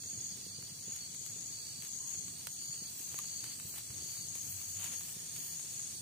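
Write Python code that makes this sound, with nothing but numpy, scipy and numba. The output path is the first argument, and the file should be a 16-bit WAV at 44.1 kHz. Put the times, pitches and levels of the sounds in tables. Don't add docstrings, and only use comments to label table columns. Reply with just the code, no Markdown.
import sys
import numpy as np
from scipy import signal
from scipy.fft import rfft, irfft
from scipy.io import wavfile
from scipy.ndimage import uniform_filter1d
from numba import njit

SR = 44100
rng = np.random.default_rng(int(sys.argv[2]) if len(sys.argv) > 2 else 0)


def amplitude_ratio(level_db):
    exponent = np.asarray(level_db, float) / 20
    return 10 ** exponent


def to_wav(sig):
    pcm = np.clip(np.atleast_2d(sig), -1, 1) * 32767
    pcm = np.round(pcm).astype(np.int16)
    wavfile.write(sys.argv[1], SR, pcm.T)


N = 265041
T = np.arange(N) / SR

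# start [t/s], length [t/s], level [dB], wing [f/Hz], left minus right [dB]
KATYDID_PHRASES = [
    (-.08, 0.53, -45, 6690, -1),
    (0.67, 0.44, -46, 6710, 3.5),
    (0.94, 0.75, -48.5, 6680, 4),
    (1.73, 0.62, -45, 6610, 6),
    (2.384, 0.6, -48.5, 6760, 5),
    (2.88, 0.72, -47, 6580, 5),
    (3.794, 0.79, -48, 6590, 6.5),
    (4.393, 0.71, -48, 6570, 3.5),
    (5.17, 0.87, -48, 6660, 5),
]
# time [t/s], body peak [level/dB], crack [level/dB], left minus right [dB]
WOOD_SNAPS = [(0.034, -44, -56, -1), (0.624, -41, -56, 2.0), (0.961, -40.5, -50, -4),
              (1.146, -45.5, -51.5, 3), (1.262, -45, -49.5, -2), (1.2981, -54, -56, 4),
              (1.687, -57, -59, 3), (1.821, -39, -48, -2), (1.848, -43, -54, 8), (2.28, -41.5, -55, 2),
              (2.469, -28.5, -43.5, -3), (2.992, -54, -50.5, 0), (3.119, -42, -59, -3),
              (3.1415, -34.5, -62, 1), (3.188, -37, -43, 1.5), (3.2431, -39, -56, 0.5),
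              (3.44, -35, -49.5, 0), (3.598, -36, -52, 1), (3.74, -38.5, -61, 2), (3.782, -54, -49.5, -3),
              (3.903, -40.5, -58, -1), (4.168, -41, -69, 0.0), (4.352, -45, -46.5, 0),
              (4.613, -42, -55, -2), (4.796, -59, -52.5, 0), (4.841, -56, -44.5, -3),
              (5.008, -38.5, -52, -2), (5.362, -41, -49.5, -2), (5.596, -40, -54, -2),
              (5.796, -43, -69, -5)]
# start [t/s], end [t/s], wing [f/Hz], level [dB], left minus right [dB]
CRICKET_TRILLS = [(0, .12, 4500, -72, 1), (0.415, .68, 4470, -57.5, -12), (0.983, 1.081, 4470, -48, -5),
                  (1.496, 1.825, 4535, -50, -6), (1.45, 1.75, 4360, -78, 0),
                  (2.127, 2.418, 4444, -54.5, -5), (2.569, 2.91, 4535, -49.5, -6),
                  (3.236, 3.547, 4532, -48.5, -3.5), (3.982, 4.27, 4545, -48.5, -4),
                  (4.55, 5.098, 4530, -57, -3), (5.242, 5.575, 4530, -55.5, -7.5),
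                  (5.614, 5.778, 4450, -59.5, -3), (5.93, 6.01, 4530, -52, 1),
                  (0.295, 0.346, 4720, -48.5, -3), (.41, .47, 4790, -53, -6), (0.531, 0.584, 4690, -46, -3),
                  (0.647, 0.724, 4720, -55, -6)]
# start [t/s], length [t/s], level [dB]
TREE_CRICKET_BOUTS = [
    (0.962, 1.4, -53),
    (2.888, 2.28, -52),
    (5.58, 0.38, -54),
]
# time [t/s], peak [level/dB], pitch [f/Hz], sharp edge [level/dB]
FLAME_FLAPS = [(0.049, -53, 129, -61), (0.316, -45.5, 159, -67), (0.351, -49, 140, -65),
               (0.383, -50, 108, -66), (0.458, -48, 145, -57), (0.5, -51, 106, -71),
               (0.58, -48, 164, -58.5), (0.626, -46, 143, -66), (0.718, -48, 131, -81),
               (0.795, -52, 110, -80), (0.873, -47, 166, -55), (1.206, -57, 167, -61.5),
               (1.356, -48, 165, -62), (1.785, -47.5, 147, -76), (1.835, -50, 170, -69),
               (2.692, -46, 130, -75), (2.816, -44.5, 196, -57.5), (2.998, -50.5, 232, -67),
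               (3.137, -54, 152, -55), (3.646, -43.5, 110, -62), (3.9, -44.5, 96, -66),
               (4.017, -51, 94.2, -56.5), (4.053, -59, 234, -62), (4.186, -47.5, 147, -67),
               (4.35, -49, 147, -62), (5.161, -47.5, 162, -61), (5.22, -52, 173, -64),
               (5.635, -60, 162, -63)]
# time [t/s], half length [t/s], pitch [f/Hz], width [f/Hz], level [dB]
GAS_DRONES = [
    (4.528, 0.12, 93.3, 7.4, -57.5),
    (4.75, 0.076, 95, 6, -52.5),
    (4.962, 0.08, 98.7, 10, -60),
    (5.457, 0.41, 161.2, 13, -64.5),
    (2.064, 0.067, 1043, 120, -67.5),
    (3.194, 0.006, 1180, 180, -52.5),
    (5.3, 0.44, 1807, 58, -74.5),
]
# [f/Hz], density [level/dB per Hz]
RUMBLE_COLOUR = [(15, -43), (25, -57), (81, -1.5), (124, 1), (173, -2), (432, -15), (900, -29.5),
                 (1170, -77), (1980, -120)]
# time [t/s], heat [0-1]
SAP_HEAT = [
    (0, 0.),
    (2, .05),
    (3.2, 0.87),
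    (4.6, 0.4),
    (6.01, .2),
]
# time [t/s], half length [t/s], steam whistle [level/dB], wet sizzle [level/dB]
SAP_SPURTS = [(0.617, 0.024, -84, -82), (0.945, 0.11, -83, -67.5), (1.27, 0.012, -67, -74),
              (1.853, 0.023, -62, -61), (2.124, 0.044, -63, -62), (3.007, 0.064, -52, -83),
              (3.165, 0.039, -60, -61), (3.482, 0.053, -71, -59), (3.727, .07, -52, -73),
              (3.79, 0.025, -64, -54), (4.126, 0.051, -54, -69), (4.372, 0.015, -62, -57),
              (4.497, 0.073, -49.5, -69), (4.61, 0.047, -57, -62.5), (4.696, 0.05, -55, -70),
              (4.846, 0.056, -52, -48.5), (4.935, 0.016, -62, -51), (5.055, 0.097, -52.5, -65),
              (5.37, 0.018, -69, -59), (5.45, 0.096, -50, -67), (5.725, 0.02, -61, -87)]
# [f/Hz], density [level/dB per Hz]
STEAM_COLOUR = [(7000, -26.5), (10000, -4), (12500, -1), (14000, 1.5), (15000, 4), (16500, -5)]
# [f/Hz], density [level/dB per Hz]
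SIZZLE_COLOUR = [(450, -9), (700, 0), (1500, -1.5), (3000, 5.5), (5000, -4), (9000, 6), (12000, -4),
                 (15000, -16)]
# wing [f/Hz], width [f/Hz], stroke rate [1/s], level [dB]
FAR_SINGERS = [
    (3000, 640, 50, -69),
    (3384, 150, 45, -67.5),
    (3992, 130, 45, -64.5),
    (4561, 410, 55, -56.5),
    (5670, 440, 100, -59.5),
    (6396, 300, 92, -60),
]
# time [t/s], half length [t/s], level [dB]
HIGH_BUZZ = [
    (.2, 0.19, -60),
    (2.45, 0.63, -60),
    (3.6, .25, -64),
    (5.6, .35, -67),
]
# [f/Hz], density [level/dB per Hz]
AIR_COLOUR = [(300, -14), (600, -7.5), (1500, -11), (2500, -4), (3300, -8), (3700, 3.5), (4500, -37),
              (5050, 1.5), (5600, 5), (7500, 5.5), (10000, -4), (12000, -4), (15000, -9), (17000, -12)]
# [f/Hz], likeness [0-1]
PORT_LIKENESS = [(60, 0.93), (130, 0.94), (290, 0.78), (640, 0.4), (1410, 0.42), (3100, 0.35), (6820, 0.07),
                 (15000, 0.01)]
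# [f/Hz], left minus right [level/dB]
PORT_TILT = [(300, -1), (3000, -0.4), (5500, 3), (6700, 2), (7700, 1.5), (8800, -7.5), (10500, -1),
             (13000, 2.5), (15000, 7)]
# [f/Hz], weakest band passed [level/dB]
GATE_FLOOR = [(1500, -94), (2600, -85.5), (3200, -82), (3700, -80), (4250, -81.5), (4850, -77),
              (5280, -76.5), (5500, -90), (9000, -95), (10500, -85.5), (12000, -83.5), (13500, -86.5),
              (15000, -95)]


def shape(points):
    hz, value = np.transpose(points)
    bin_hz = np.arange(N // 2 + 1) * SR / N
    return np.interp(np.log(bin_hz + 1), np.log(hz), value)


def unit(x):
    return x / np.sqrt(np.mean(x ** 2))


def sides(pan_db):
    return amplitude_ratio(np.array([pan_db / 2, -pan_db / 2]))


def bump(s, half_s):
    return np.exp(-((T - s) / half_s) ** 2)


def phrase(start, length, rise, fall):
    ramp = np.minimum((T - start) / rise, (start + length - T) / fall)
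    return np.sin(np.pi / 2 * np.clip(ramp, 0, 1)) ** 2


def walk(rate):
    hold = int(SR / rate)
    steps = np.repeat(rng.standard_normal(N // hold + 1), hold)
    return unit(uniform_filter1d(uniform_filter1d(steps, hold), hold)[:N])


def hiss(colour, grains=1.):
    mid, side = rfft(grains * rng.standard_normal((2, N)))
    like = np.clip(shape(PORT_LIKENESS), 0, 1)
    pair = np.sqrt(1 + like) * mid + np.sqrt(1 - like) * side * np.array([[1], [-1]])
    return unit(irfft(pair * amplitude_ratio(shape(colour)), N))


@njit
def ring(x, hz, width_hz):
    y, z, pole = np.empty(len(x)), 0j, 0j
    for i in range(len(x)):
        if i == 0 or hz[i] != hz[i - 1]:
            pole = np.exp((2j * hz[i] - width_hz) * np.pi / SR)
        z = z * pole + x[i]
        y[i] = z.imag
    return y


def resonate(x, hz, width_hz):
    hz = hz + 0 * T
    once = ring(x, hz, 1. * width_hz)
    return unit(ring(once, hz, 1. 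* width_hz))


def strokes(rate, duty, wander):
    stroke_rate = rate * (1 + wander * walk(12))
    phase = (np.cumsum(stroke_rate) / SR + rng.random()) % 1
    return np.sin(np.pi * np.clip(phase / duty, 0, 1)) ** 2


def scrape(hz, width_hz, rate, blur, near):
    direct, left, right = rng.standard_normal((3, N))
    teeth = np.array([left + near * np.roll(direct, shift=2), right + near * direct])
    teeth = teeth * (blur + strokes(rate, 1.0, 0.0387))
    return np.array([resonate(x, hz, max(width_hz, 170)) for x in teeth])


def trees(x, t60_s, wet_db, lag_samples):
    t = T[:SR // 2]
    tail = rng.standard_normal((2, len(t))) * np.exp(-np.log(1000) * t / t60_s)
    tail = amplitude_ratio(wet_db) * tail / np.sqrt(np.sum(tail ** 2, axis=1, keepdims=True))
    x = x * np.ones((2, 1))
    wet = signal.fftconvolve(x, tail, axes=1)[:, :N]
    direct = np.array([np.roll(x[0], shift=lag_samples), x[1]])
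    return (direct + wet) / np.sqrt(1 + amplitude_ratio(2 * wet_db))


def katydids():
    swell_s, fade_s, sag_hz = 0.25, 0.19, 164
    rest_power, rest_hz = amplitude_ratio(2 * -54), 6650
    start, length, db, hz, pan_db = np.transpose(KATYDID_PHRASES)[:, :, None]
    power = (amplitude_ratio(db) * phrase(start, length, swell_s, fade_s)) ** 2
    sung_hz = hz - sag_hz * (1 - phrase(start, length, 1.44 * swell_s, 2 * fade_s))
    total = power.sum(axis=0) + rest_power
    hz = ((power * sung_hz).sum(axis=0) + rest_power * rest_hz) / total
    pan_db = (power * pan_db).sum(axis=0) / total
    out = 0
    for shift_hz, rate, share_db in [(-150, 58, -9.5), (17, 59, -5.5), (156, 107, -4)]:
        alternate = 1 + 0.44 * np.sin(np.pi * rate * T)
        voice = scrape(hz + shift_hz, 283, rate, 0.99, 0.61) * alternate
        out = out + voice * np.sqrt(total) * amplitude_ratio(share_db + 2 * walk(17))
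    return trees(out, .2, -3, 3) * amplitude_ratio(0.43) * sides(pan_db)


def snaps():
    s, body_db, crack_db, pan_db = np.transpose(WOOD_SNAPS)
    t = T[:1200]
    out = np.zeros((2, N + len(t)))
    debris = rng.standard_normal((len(s), 2, len(t))) * np.exp(-t / 0.0049)
    knock = np.sin(2 * np.pi * 1800 * t) * np.exp(-t / 0.000073)
    click = -np.cos(2 * np.pi * 11500 * t) * np.exp(-t / .00006)
    small = signal.butter(3, 600, "high", fs=SR)
    for k, at in enumerate(((s + .0017) * SR).astype(int)):
        crack = click + 0.073 * debris[k]
        burst = amplitude_ratio(body_db[k] + 13.0) * knock + amplitude_ratio(crack_db[k] + 26.5) * crack
        out[:, at:at + len(t)] += sides(pan_db[k])[:, None] * signal.lfilter(*small, burst)
    return trees(out[:, :N], .08, -8, 1)


def crickets():
    out = np.zeros((2, N))
    for start, end, hz, db, pan_db in CRICKET_TRILLS:
        on = np.clip(np.minimum(T - start, end + .01 - T) / .025, 0, 1)
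        throb = 0.62 + 0.77 * strokes(65, 0.75, 0.014) * amplitude_ratio(0.39 * walk(50))
        climb = 1 - 0.00299 * np.exp(-np.abs(T - start) / 0.0846)
        pitch_hz = hz * climb + 2 * walk(29.86)
        tone = np.sin(2 * np.pi * np.cumsum(pitch_hz) / SR)
        out += sides(pan_db)[:, None] * amplitude_ratio(db) * on * throb * tone
    return trees(out, .15, -14, 2)


def tree_cricket():
    edge_s, rest_db = 0.04, -64.5
    on = amplitude_ratio(rest_db)
    for s, length, db in TREE_CRICKET_BOUTS:
        on = on + amplitude_ratio(db) * phrase(s, length, edge_s, edge_s)
    pitch_hz = 7710 + 20 * walk(80)
    tone = strokes(96, 0.87, 0.0025) * np.sin(2 * np.pi * np.cumsum(pitch_hz) / SR)
    voice = unit(tone) + 1.6 * scrape(7700, 170, 96, .4, .6)
    return voice * on * amplitude_ratio(-10.5) * sides(3.3)[:, None]


def flames():
    rumble_db, flutter_db, flap_cycles = -60.5, 1.87, 0.63
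    out = amplitude_ratio(rumble_db + flutter_db * walk(14)) * hiss(RUMBLE_COLOUR)
    for s, peak_db, hz, edge_db in FLAME_FLAPS:
        flap = bump(s + 0.0063, flap_cycles / hz) * np.sin(2 * np.pi * hz * (T - s))
        edge = bump(s + 0.0086, 0.0017) * np.sin(2 * np.pi * 380 * (T - s))
        out = out + amplitude_ratio(peak_db) * flap + amplitude_ratio(edge_db + 8) * edge
    for s, half_s, hz, width_hz, db in GAS_DRONES:
        out = out + amplitude_ratio(db) * bump(s, half_s) * resonate(rng.standard_normal(N), hz, width_hz)
    return signal.sosfilt(signal.butter(2, 55, "high", fs=SR, output="sos"), out)


def sap():
    heat = np.interp(T, *np.transpose(SAP_HEAT))
    steam = amplitude_ratio(-59.5 + 5.5 * heat)
    sizzle = amplitude_ratio(-62.5 + 2.5 * heat)
    for s, half_s, steam_db, sizzle_db in SAP_SPURTS:
        spurt = bump(s, half_s)
        steam = steam + amplitude_ratio(steam_db) * spurt
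        sizzle = sizzle + amplitude_ratio(sizzle_db) * spurt
    steam_grains = amplitude_ratio(2.6 * rng.exponential(size=N))
    sizzle_grains = amplitude_ratio(3.75 * np.minimum(rng.exponential(size=N), 7))
    steam = steam * amplitude_ratio(1.1 * walk(40)) * hiss(STEAM_COLOUR, steam_grains)
    return steam + sizzle * amplitude_ratio(1.2 * walk(25)) * hiss(SIZZLE_COLOUR, sizzle_grains)


def chorus():
    buzz = amplitude_ratio(-59.5)
    for s, half_s, db in HIGH_BUZZ:
        buzz = buzz + amplitude_ratio(db) * bump(s, half_s)
    out = scrape(8280, 230, 105, 1.9, 0.93) * buzz
    out = out + scrape(8840, 2350, 120, 9.2, 0.18) * amplitude_ratio(-56 + 1.01 * T)
    for hz, width_hz, rate, db in FAR_SINGERS:
        out = out + scrape(hz, width_hz, rate, 2.0, 0.32) * amplitude_ratio(db + 0.74 * walk(1.46))
    return out


def forest_air():
    return amplitude_ratio(-54.5 + 1.1 * walk(3.35)) * hiss(AIR_COLOUR)


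def scene():
    near = katydids() + snaps() + crickets() + tree_cricket()
    return near + flames() + sap() + chorus() + forest_air()


def top_cut(x):
    return signal.sosfilt(signal.butter(12, 16620, fs=SR, output="sos"), x)


def record(dry):
    top_hz, waver_db = 15530, 6
    heard = irfft(rfft(dry) * sides(shape(PORT_TILT)), N)
    hz, _, cells = signal.stft(heard, SR, nperseg=2048)
    power = np.mean(np.abs(cells[:, :1024]) ** 2, axis=0)
    power = power.reshape(128, 8, -1).mean(axis=1)
    waver = uniform_filter1d(rng.standard_normal(power.shape), size=2)
    power = uniform_filter1d(power, size=2) * amplitude_ratio(waver_db * waver)
    power = np.repeat(power, 8, axis=0)
    floor_db = np.interp(hz[:1024], *np.transpose(GATE_FLOOR))[:, None]
    cells[:, :1024] *= 1 / (1 + (amplitude_ratio(2 * floor_db) / power) ** 16)
    cells[:, hz > top_hz] *= amplitude_ratio(-45)
    mix = signal.istft(cells, SR, nperseg=2048)[1][:, :N]
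    return top_cut(mix)


dry = scene()
out = record(dry)
to_wav(out)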